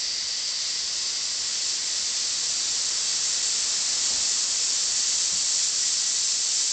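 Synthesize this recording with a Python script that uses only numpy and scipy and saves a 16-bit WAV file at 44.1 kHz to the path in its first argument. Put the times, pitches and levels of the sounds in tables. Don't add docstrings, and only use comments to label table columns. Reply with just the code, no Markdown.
import sys
import numpy as np
from scipy import signal
from scipy.fft import rfft, irfft
from scipy.io import wavfile

SR = 44100
rng = np.random.default_rng(int(sys.argv[2]) if len(sys.argv) > 2 else 0)


def digitize_waveform(pressure):
    field = np.atleast_2d(pressure).T
    bounded = np.clip(field, -1, 1)
    quanta = np.round(bounded * 32767).astype(np.int16)
    wavfile.write(sys.argv[1], SR, quanta)


N = 296352
TIME, FREQS = np.arange(N) / SR, np.fft.rfftfreq(N, 1 / SR)


def hiss(base_db=-30, split_hz=5700, split_width_hz=500, coarse_db=0.99, fine_db=4.0):
    # (frequency [Hz], relative spectral level [dB])
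    jet_spectrum = [(1200, -30), (1900, -18.5), (2700, -14.5), (3300, -9.5), (3900, -6), (4500, -2.5),
                    (5050, -1.5), (5950, 0), (6480, -2.5), (6950, -1), (7360, 2), (7650, 0.1), (8000, -5.5)]
    colour = gain_of(read(jet_spectrum, FREQS)) * cavity()
    lift_db = brightening()
    fine_share = .5 + .5 * np.tanh((FREQS - split_hz) / split_width_hz / 2)
    coarse = noise(colour * np.sqrt(1 - fine_share)) * gain_of(coarse_db + 0.15 * lift_db)
    fine = noise(colour * np.sqrt(fine_share))
    fine *= gain_of(fine_db + lift_db + 0.05 * flutter(rate_hz=30))
    level_db = base_db + 0.14 * swell() + 0.46 * flutter(rate_hz=9.3)
    return (coarse + fine) * gain_of(level_db)


def brightening(empty_db=-8, full_db=4, fill_s=3.12):
    return empty_db + (full_db - empty_db) * np.tanh(TIME / fill_s)


def swell(crest_s=3.9, rise_db_per_s=1.37, ebb_db_per_s=1.62):
    return np.minimum(rise_db_per_s * (TIME - crest_s), ebb_db_per_s * (crest_s - TIME))


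def cavity():
    # (frequency [Hz], width [Hz], lift [dB])
    resonances = [(1069, 27, 4.3), (1744, 22, 4.5), (1933, 22, 7.4), (2630, 40, 3.9), (4040, 40, 4.4),
                  (4347, 35, 4.4), (4487, 40, 5.6), (4578, 22, 5.2), (4697, 40, 3.6), (5214, 19, 7.2),
                  (5308, 38, 4.1), (5378, 40, 3.6), (5580, 35, 3.8), (5736, 40, 3.2), (5905, 40, 2.9),
                  (6008, 24, 4.3), (6150, 27, 3.5), (6185, 24, 4.0), (6272, 40, 3.3), (6586, 19, 3.6),
                  (6662, 30, 4.5), (6813, 22, 4.2), (7049, 40, 3.1), (7079, 24, 5.0), (7292, 40, 3.0),
                  (7464, 40, 3.2)]
    return 1 + sum((gain_of(db) - 1) * band(hz, width) for hz, width, db in resonances)


def whistle(fade_ratio=0.97):
    # (centre [Hz], nominal width [Hz], level before the fade [dB])
    whistles = [(2060, 560, -57), (4800, 800, -41.5)]
    breath = sum(noise(band(hz, width) ** 2 * cavity()) * gain_of(db) for hz, width, db in whistles)
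    return breath * gain_of(-fade_ratio * brightening())


def rush(crest_db=-42):
    # (frequency [Hz], relative spectral level [dB])
    rush_spectrum = [(12, -17), (40, -7.5), (100, -7), (250, -5.5), (530, -3.5), (850, -5), (1300, -2.2),
                     (1750, -3), (3200, -3), (5000, -24)]
    colour = gain_of(read(rush_spectrum, FREQS)) * cavity()
    return noise(colour) * gain_of(crest_db + swell())


def thumps(rise_s=.008):
    # (time [s], level [dB], centre [Hz], width [Hz], time to fall 60 dB [s])
    bursts = [(4.092, -45.5, 200, 240, 0.42), (4.094, -44.5, 750, 900, 0.77), (4.13, -42, 72, 29.8, 0.3),
              (5.316, -47, 170, 170, 0.4)]
    out = np.zeros(N)
    for start, db, hz, width, t60 in bursts:
        age = np.maximum(TIME - start, 0)
        attack = 1 - np.exp(-age / rise_s)
        out += noise(band(hz, width)) * attack * gain_of(db - 60 * age / t60)
    return out


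def workshop(x, echo_db=-11.0, t60_s=0.82, count=120):
    delay_s = rng.uniform(.005, .06, count)
    taps = np.zeros(N)
    taps[(delay_s * SR).astype(int)] = rng.choice([-1, 1], count) * gain_of(-60 * delay_s / t60_s)
    echoes = rfft(taps / np.linalg.norm(taps))
    return filtered(x, 1 + gain_of(echo_db) * echoes)


def rumble(level_db=-68.5):
    return gain_of(level_db) * noise(band(centre_hz=65, width_hz=61))


def gain_of(db):
    return 10 ** (np.asarray(db) / 20)


def read(points, hz):
    f, value = np.transpose(points)
    return np.interp(np.log(hz + 1), np.log(f + 1), value)


def filtered(x, response):
    return irfft(rfft(x) * response, N)


def noise(response):
    x = filtered(rng.standard_normal(N), response)
    return x / np.sqrt(np.mean(x ** 2) + 1e-20)


def band(centre_hz, width_hz):
    return 1 / (1 + ((FREQS - centre_hz) / width_hz * 2) ** 2)


def flutter(rate_hz):
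    return noise(band(0, 2 * rate_hz))


def scene():
    air = workshop(hiss() + whistle()) + rush()
    return (air + rumble() + thumps())[None]


def record(dry, recorder_hz=16000, edge_hz=8950, fold_db=-1, fold_fall_db_per_khz=28):
    above_khz = (FREQS - recorder_hz / 2) / 1000
    sampled = filtered(dry[0], above_khz < 0)
    mirror = 2 * np.cos(2 * np.pi * recorder_hz * TIME) * sampled
    mirror = filtered(mirror, (above_khz > 0) * gain_of(fold_db - fold_fall_db_per_khz * abs(above_khz)))
    low_pass = signal.firwin(401, edge_hz, window=("kaiser", 9), fs=SR)
    return signal.oaconvolve(sampled + mirror, low_pass, "same")[None]


dry = scene()
out = record(dry)
digitize_waveform(out)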